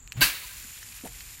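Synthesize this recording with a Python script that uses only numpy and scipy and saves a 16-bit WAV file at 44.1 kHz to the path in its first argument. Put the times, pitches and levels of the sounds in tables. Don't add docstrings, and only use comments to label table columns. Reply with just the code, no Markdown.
import sys
import numpy as np
from scipy import signal
from scipy.io import wavfile
from scipy.ndimage import uniform_filter1d

SR = 44100
rng = np.random.default_rng(int(sys.argv[2]) if len(sys.argv) > 2 else 0)


def store_pcm(level_fs):
    pcm = np.round(np.clip(level_fs, -1, 1) * 32767).astype(np.int16)
    wavfile.write(sys.argv[1], SR, np.atleast_2d(pcm).T)


def volts(x):
    e = np.asarray(x, float) / 20
    return 10 ** e


N = 61739
BLOW_S = 0.2148


def evened(x):
    return x / np.sqrt(np.mean(x ** 2) + 1e-20)


def colour(x, points):
    curve_hz, curve_db = np.transpose(points)
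    hz = np.abs(np.fft.fftfreq(8192, 1 / SR))
    log_gain = np.interp(np.log(hz + 1), np.log(curve_hz + 1), curve_db) * np.log(10) / 20
    taps = np.fft.ifft(np.exp(np.conj(signal.hilbert(log_gain)))).real[:4096]
    return signal.oaconvolve(x, taps / np.linalg.norm(taps))[:len(x)]


def resonate(x, hz, width):
    r = np.exp(-np.pi * width / SR)
    return signal.lfilter([1, 0, -1], [1, -2 * r * np.cos(2 * np.pi * hz / SR), r * r], x)


def add(mix, s, sound):
    part = mix[max(round(s * SR), 0):][:len(sound)]
    part += sound[:len(part)]


def burst(start, rise, hold, t60):
    t = np.arange(N) / SR - start
    return np.clip(t / rise, 0, 1) * volts(-60 * np.maximum(t - rise - hold, 0) / t60)


def crackle(per_s, spread_db):
    chance = rng.random(N)
    size = rng.exponential(1, N)
    sign = rng.choice([-1., 1.], N)
    return evened((chance < per_s / SR) * sign * volts(spread_db * np.minimum(size, 4)))


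def flutter(smooth_s, depth_db):
    width = int(smooth_s * SR)
    drift = uniform_filter1d(uniform_filter1d(rng.standard_normal(N), width), width)
    return volts(depth_db * evened(drift))


def cricket():
    singles = [.0, 0.058, 0.121, 0.137, .196, 0.809, 0.831, .977, .997, 1.122, 1.353]
    pairs = [0.022, 0.08, 0.154, .328, 0.38, 0.433, 0.471, 0.621, 0.715, .903, 0.944, 1.146, 1.184, 1.219,
             1.258, 1.373]
    triples = [0.509, 0.566, 0.662, 0.751, 0.851, 1.016, 1.071, 1.301]
    # time_s, level_db
    loudness = [(0, -55), (.2, -55), (.5, -54), (.6, -50), (.72, -48.5), (.8, -54), (1.1, -53), (1.4, -54)]
    stroke_s, stroke_gap_s, stroke_spread_db = .011, .0165, 1.3
    top_hz, slide_hz = 7480, 760
    chorus_hz, chorus_width_hz, chorus_db = 7180, 1430, -56.5

    out = np.zeros(N)
    t = np.arange(0, stroke_s, 1 / SR)
    shape = np.sin(np.pi * (t / stroke_s) ** 0.9) ** 2
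    starts = []
    for strokes, groups in enumerate([singles, pairs, triples], 1):
        starts += [s + k * stroke_gap_s for s in groups for k in range(strokes)]
    for s, (a, b, c) in zip(starts, rng.standard_normal((len(starts), 3))):
        hz = top_hz + 60 * a - slide_hz * t / stroke_s
        tone = np.sin(2 * np.pi * (np.cumsum(hz) / SR + c))
        add(out, s - .0012, shape * volts(stroke_spread_db * b) * tone)
    out *= 2 * volts(np.interp(np.arange(N) / SR, *np.transpose(loudness)))

    far = rng.standard_normal(N)
    for _ in range(3):
        far = resonate(far, chorus_hz, chorus_width_hz)
    leaves = rng.standard_normal(1300) * volts(-60 * np.arange(1300) / SR / .04)
    blur = signal.oaconvolve(out, leaves / np.linalg.norm(leaves))[:N] / np.sqrt(10)
    return out + blur + volts(chorus_db) * evened(far)


def evening():
    # pitch_hz, level_db (per Hz)
    rumble_tone = [(11, -26), (18, -12.5), (43, 8), (92, -6.5), (124, -3.5), (194, -18), (239, -15.5),
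                   (500, -28.5), (650, -74), (1100, -120)]
    air_tone = [(180, -23), (300, -18.5), (1000, -7), (2610, -9), (4700, -13.5), (5800, -32), (7080, -12),
                (8300, -10), (9390, -70), (11100, -16.5), (16000, -16)]
    rumble_db, air_db = -53, -61.5
    wind = evened(colour(rng.standard_normal(N), rumble_tone + [(900, -69)])) * flutter(0.051, 1.0)
    air = evened(colour(rng.standard_normal(N), air_tone))
    return volts(rumble_db) * wind + volts(air_db) * air


def grip():
    # start_s, peak_db, brightness (dB per octave)
    snaps = [
        (.0761, -27.5, 3.5),
        (.12155, -17, 0),
        (.1274, -27, 10),
        (.1304, -34, 2),
    ]
    # pitch_hz, level_db, t60_s
    grip_tones = [(1870, -10, .008), (2620, 0, .0075), (2950, -8, .006), (4200, -6, .007), (5600, -8, .003),
                  (7200, -8, .003), (12000, -15, .002)]
    out = np.zeros(N)
    t = np.arange(1500) / SR
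    spreads = rng.standard_normal((len(snaps), 2 * len(grip_tones)))
    grits = rng.standard_normal((len(snaps), len(t)))
    for (s, db, tilt), spread, grit in zip(snaps, spreads, grits):
        ring = np.zeros(len(t))
        for (hz, level_db, t60), a, b in zip(grip_tones, spread[::2], spread[1::2]):
            fade = volts(level_db + tilt * np.log2(hz / 2600) + a - 60 * t / t60)
            ring += fade * np.cos(2 * np.pi * hz * (1 + .01 * b) * t - .5)
        tail_tone = [(1000, -20), (2600, 0), (4000, tilt - 4), (13000, 2 * tilt - 8)]
        tail = volts(-25 - 60 * t / .03) * colour(grit, tail_tone)
        add(out, s, volts(db) * (ring / np.abs(ring).max() + tail))
    return signal.lfilter(*signal.butter(3, 1400, 'high', fs=SR), out)


def swing():
    # time_s, pitch_hz, hum_db, swish_db
    path = [
        (.135, 108.9, -92, -60),
        (0.161, 110, -34, -56),
        (.167, 112, -58, -50),
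        (0.175, 106, -30, -43),
        (0.201, 141.3, -30, -45),
        (0.219, 127.6, -42.5, -29),
        (0.226, 139, -33.5, -34),
        (0.244, 130, -108, -73),
    ]
    # pitch_hz, level_db (per Hz)
    swish_tone = [(290, -4), (500, -3), (740, -7), (2730, -4.5), (6230, -17.5), (7000, -17), (16000, -17.5)]
    s, hz, hum_db, swish_db = np.transpose(path)
    t = np.arange(N) / SR
    turns = np.cumsum(np.interp(t, s, hz)) / SR + 0.33
    hum = np.sin(2 * np.pi * turns) + volts(-22.5) * np.sin(4 * np.pi * turns + 1.2)
    swish = colour(rng.standard_normal(N) * flutter(.002, 1.), swish_tone)
    hum_level = volts(np.interp(t, s, hum_db, -120, -120))
    swish_level = volts(np.interp(t, s, swish_db, -120, -120))
    return 2 ** .5 * hum * hum_level + swish * swish_level


def smack():
    # pitch_hz, level_db
    split_tone = [(400, -23), (1500, 8.5), (4500, 6), (7000, -14), (12000, 10.5), (16000, 7.5)]
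    # pitch_hz, level_db (per Hz)
    jet_tone = [(88, -33), (150, -39), (1450, -9), (1630, -1.5), (1940, -9), (2600, -2), (3300, -9),
                (4300, -6), (6510, -12.5), (13400, -10.5), (16000, -17)]
    echo_tone = [(180, -74.5), (300, -14), (667, -12), (737, -17), (994, -9), (2500, 3), (3300, -3.5),
                 (4400, 1), (5300, -13), (13800, -10), (16000, -3)]
    # pitch_hz, width_hz, level_db
    body = [(1017, 37, -31.5), (1850, 46, -37), (2210, 71, -29), (2650, 97, -40.5), (2865, 150, -28),
            (3880, 110, -35), (4100, 200, -28.5), (278, 120, -37), (664, 110, -44.5)]
    # middle_s, length_s, pitch_hz, level_db
    returns = [
        (.395, .04, 1000, -55),
        (.445, .05, 995, -50),
        (.515, .05, 1010, -56),
        (.505, .05, 1570, -50),
    ]
    split_s, split_db, jet_db, echo_db = 0.208, -21, -17.5, -29

    split = colour(rng.standard_normal(N) * burst(split_s, 0.00094, 0.002, 0.24), split_tone)
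    gas = rng.standard_normal(N) * flutter(0.00047, 0.86)
    jet = colour(gas * burst(BLOW_S - .002, rise=0.0075, hold=0.016, t60=0.27), jet_tone)

    force = crackle(2500, 2.5) * burst(BLOW_S, .0008, .016, .07)
    add(force, BLOW_S, 8 * np.hanning(7)[1:-1])
    ring = np.zeros(N)
    for hz, width, db in body:
        ring += volts(db) * resonate(force, hz, width) * np.sqrt(width / SR * 3)

    echo = colour(rng.standard_normal(N) * flutter(0.016, 1.0), echo_tone)
    echo = echo * burst(BLOW_S, 0.014, 0.007, t60=1)
    for s, length, hz, db in returns:
        t = np.arange(0, length, 1 / SR)
        swell = np.sin(np.pi * t / length) ** 2
        add(ring, s - length / 2, volts(db) * swell * np.sin(2 * np.pi * hz * t))
    return volts(split_db) * split + volts(jet_db) * jet + ring + volts(echo_db) * echo


def wall():
    # start_s, hold_s, pitch_hz, level_db, t60_s
    wall_tones = [
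        (.2165, .008, 1575, -16, .05),
        (.2095, .024, 4595, -23.5, .045),
        (.231, .006, 2640, -25, .05),
    ]
    out = np.zeros(N)
    for s, hold, hz, db, t60 in wall_tones:
        tone = np.sin(2 * np.pi * np.cumsum(hz * flutter(.004, .08)) / SR)
        out += volts(db) * burst(s, .004, hold, t60) * tone
    return out


def fizz():
    # pitch_hz, level_db (per Hz)
    foam_tone = [(180, -78), (300, -23), (1720, -5.5), (2650, -0.5), (2790, -3.5), (3470, -5),
                 (12400, -2.5), (14700, -4.5), (16500, -14.5)]
    fizz_db, sag_db_per_s = -44, -2.5
    smooth = 0.63
    since_blow = np.arange(N) / SR - BLOW_S
    foam = smooth * rng.standard_normal(N) + (1 - smooth) * crackle(per_s=5000, spread_db=6.5)
    level = np.clip(since_blow / 0.019, 0, 1) * volts(fizz_db + sag_db_per_s * since_blow)
    return evened(colour(foam, foam_tone)) * level * flutter(0.019, 1.0)


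def handle():
    # start_s, peak_db, pitch_hz, width_hz
    ticks = [(0.777, -35, 2640, 1500), (0.8285, -35.5, 1600, 890), (.8875, -37, 4500, 3000),
             (.943, -37, 3000, 2500), (1.0105, -37, 2350, 1200), (1.0525, -37, 2680, 1500),
             (1.0735, -35, 1900, 700), (1.1335, -29, 8000, 5000), (1.144, -40, 2220, 1000),
             (1.185, -40, 2120, 1500), (1.207, -33, 2080, 1200), (1.2064, -34.5, 4300, 1500),
             (1.213, -44, 2300, 1500)]
    # start_s, peak_db, pitch_hz, t60_s
    knocks = [(0.224, -29.5, 38.3, 0.19), (0.249, -31, 162, 0.05), (0.262, -44.5, 290.5, 0.23),
              (0.647, -46, 218, 0.044), (1.0373, -32.5, 256, 0.055), (1.045, -41.5, 469, 0.14),
              (1.0535, -36, 714, 0.053), (1.0557, -32.5, 190, 0.037), (1.058, -39, 880, 0.032),
              (1.063, -49, 44, 0.15), (1.064, -61, 229, 0.018), (1.0655, -29, 717, 0.012),
              (1.075, -44, 715, 0.034), (1.089, -45.5, 120, 0.095), (1.094, -53, 724, 0.036),
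              (1.112, -58, 720, 0.036)]
    out = np.zeros(N)
    t = np.arange(SR // 4) / SR
    for (s, db, hz, width), grit in zip(ticks, rng.standard_normal((len(ticks), 600))):
        drive = grit * (volts(-60 * t[:600] / 0.0015) + volts(-19 - 60 * t[:600] / 0.035))
        tick = resonate(resonate(drive, hz, width), hz, 2 * width) + 0.21 * np.diff(drive, prepend=0)
        add(out, s, volts(db) * tick / np.abs(tick).max())
    for s, db, hz, t60 in knocks:
        shape = volts(db - 60 * t / t60) * np.minimum(t / 0.00074, 1)
        add(out, s, shape * np.sin(2 * np.pi * hz * t))
    return out


def bubbles():
    out = np.zeros(N)
    t = np.arange(300) / SR
    for hz in np.geomspace(1500, 6000, 10):
        blip = np.sin(2 * np.pi * hz * t) * volts(-60 * t * hz / 25) * np.minimum(t / 0.00049, 1)
        out += signal.oaconvolve(crackle(30, 2.8), blip)[:N]
    return volts(-62) * evened(out) * (np.arange(N) / SR > .3)


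def rustles():
    # middle_s, length_s, pitch_hz, level_db
    puffs = [(0.788, .012, 5500, -52), (0.816, .02, 2100, -56), (.833, .014, 6030, -48),
             (0.842, 0.014, 1700, -58), (.8885, 0.0053, 4500, -58), (0.899, .012, 9500, -47),
             (0.927, 0.017, 2400, -49), (0.927, 0.017, 4700, -52), (.953, 0.01, 9600, -47),
             (0.989, 0.026, 2760, -51), (1.057, 0.026, 10200, -43.5), (1.075, .018, 8900, -46),
             (1.145, 0.033, 2380, -56), (1.283, 0.027, 2260, -54.5), (1.297, 0.022, 4400, -58)]
    out = np.zeros(N)
    for (s, length, hz, db), grit in zip(puffs, rng.standard_normal((len(puffs), 2000))):
        t = np.arange(0, length, 1 / SR)
        grain = grit * np.abs(grit)
        band = resonate(resonate(grain, hz, hz * .45), hz, hz * .45)[:len(t)]
        add(out, s - length / 2, volts(db) * evened(band) * np.sin(np.pi * t / length))
    return out


def scuff():
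    # pitch_hz, level_db
    scuff_tone = [(100, -10), (250, 0), (450, -4), (750, -3), (1100, -15), (2500, -25), (12000, -29),
                  (16000, -36)]
    shape = burst(start=1.04, rise=0.0028, hold=0.0072, t60=0.15)
    return volts(-47) * evened(colour(crackle(1500, 3.0), scuff_tone)) * shape


def scene():
    background = cricket() + evening()
    blow = grip() + swing() + smack() + wall()
    aftermath = fizz() + handle() + bubbles() + rustles() + scuff()
    return (background + blow + aftermath)[None]


def treble_gaps(x):
    # pitch_hz, margin (spreads of chance)
    safety = [(7500, 4.5), (8200, 3.), (9500, 3.6), (10300, 1.5), (11200, 3.3), (13500, 1.7), (14500, 1.7),
              (15700, 0)]
    # time_s, shortage (spreads of chance)
    shortage = [(0, 1.6), (.12, 1.4), (.19, -3), (.6, -1.5), (.75, 1.1), (1.4, 1.3)]
    hz, t, z = signal.stft(x, SR, nperseg=2048)
    band = np.arange(len(hz)) // 12
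    chance = rng.standard_normal((len(t), band[-1] + 1))
    luck = evened(uniform_filter1d(chance, size=3, axis=0))[:, band].T
    margin = np.interp(hz, *np.transpose(safety), 9)[:, None] - np.interp(t, *np.transpose(shortage))
    gain = np.where(luck + margin < 0, .01, 1)
    return signal.istft(z * gain, SR, nperseg=2048)[1][:, :N]


def low_pass(x):
    return signal.sosfilt(signal.butter(12, 16970, fs=SR, output="sos"), x)


def record(dry):
    soft = .7 * np.tanh(dry / .7)
    edge = signal.firwin(511, 15950, window=("kaiser", 9), fs=SR)[None]
    mix = treble_gaps(signal.oaconvolve(soft, edge, "same"))
    return low_pass(mix)


dry = scene()
out = record(dry)
store_pcm(out)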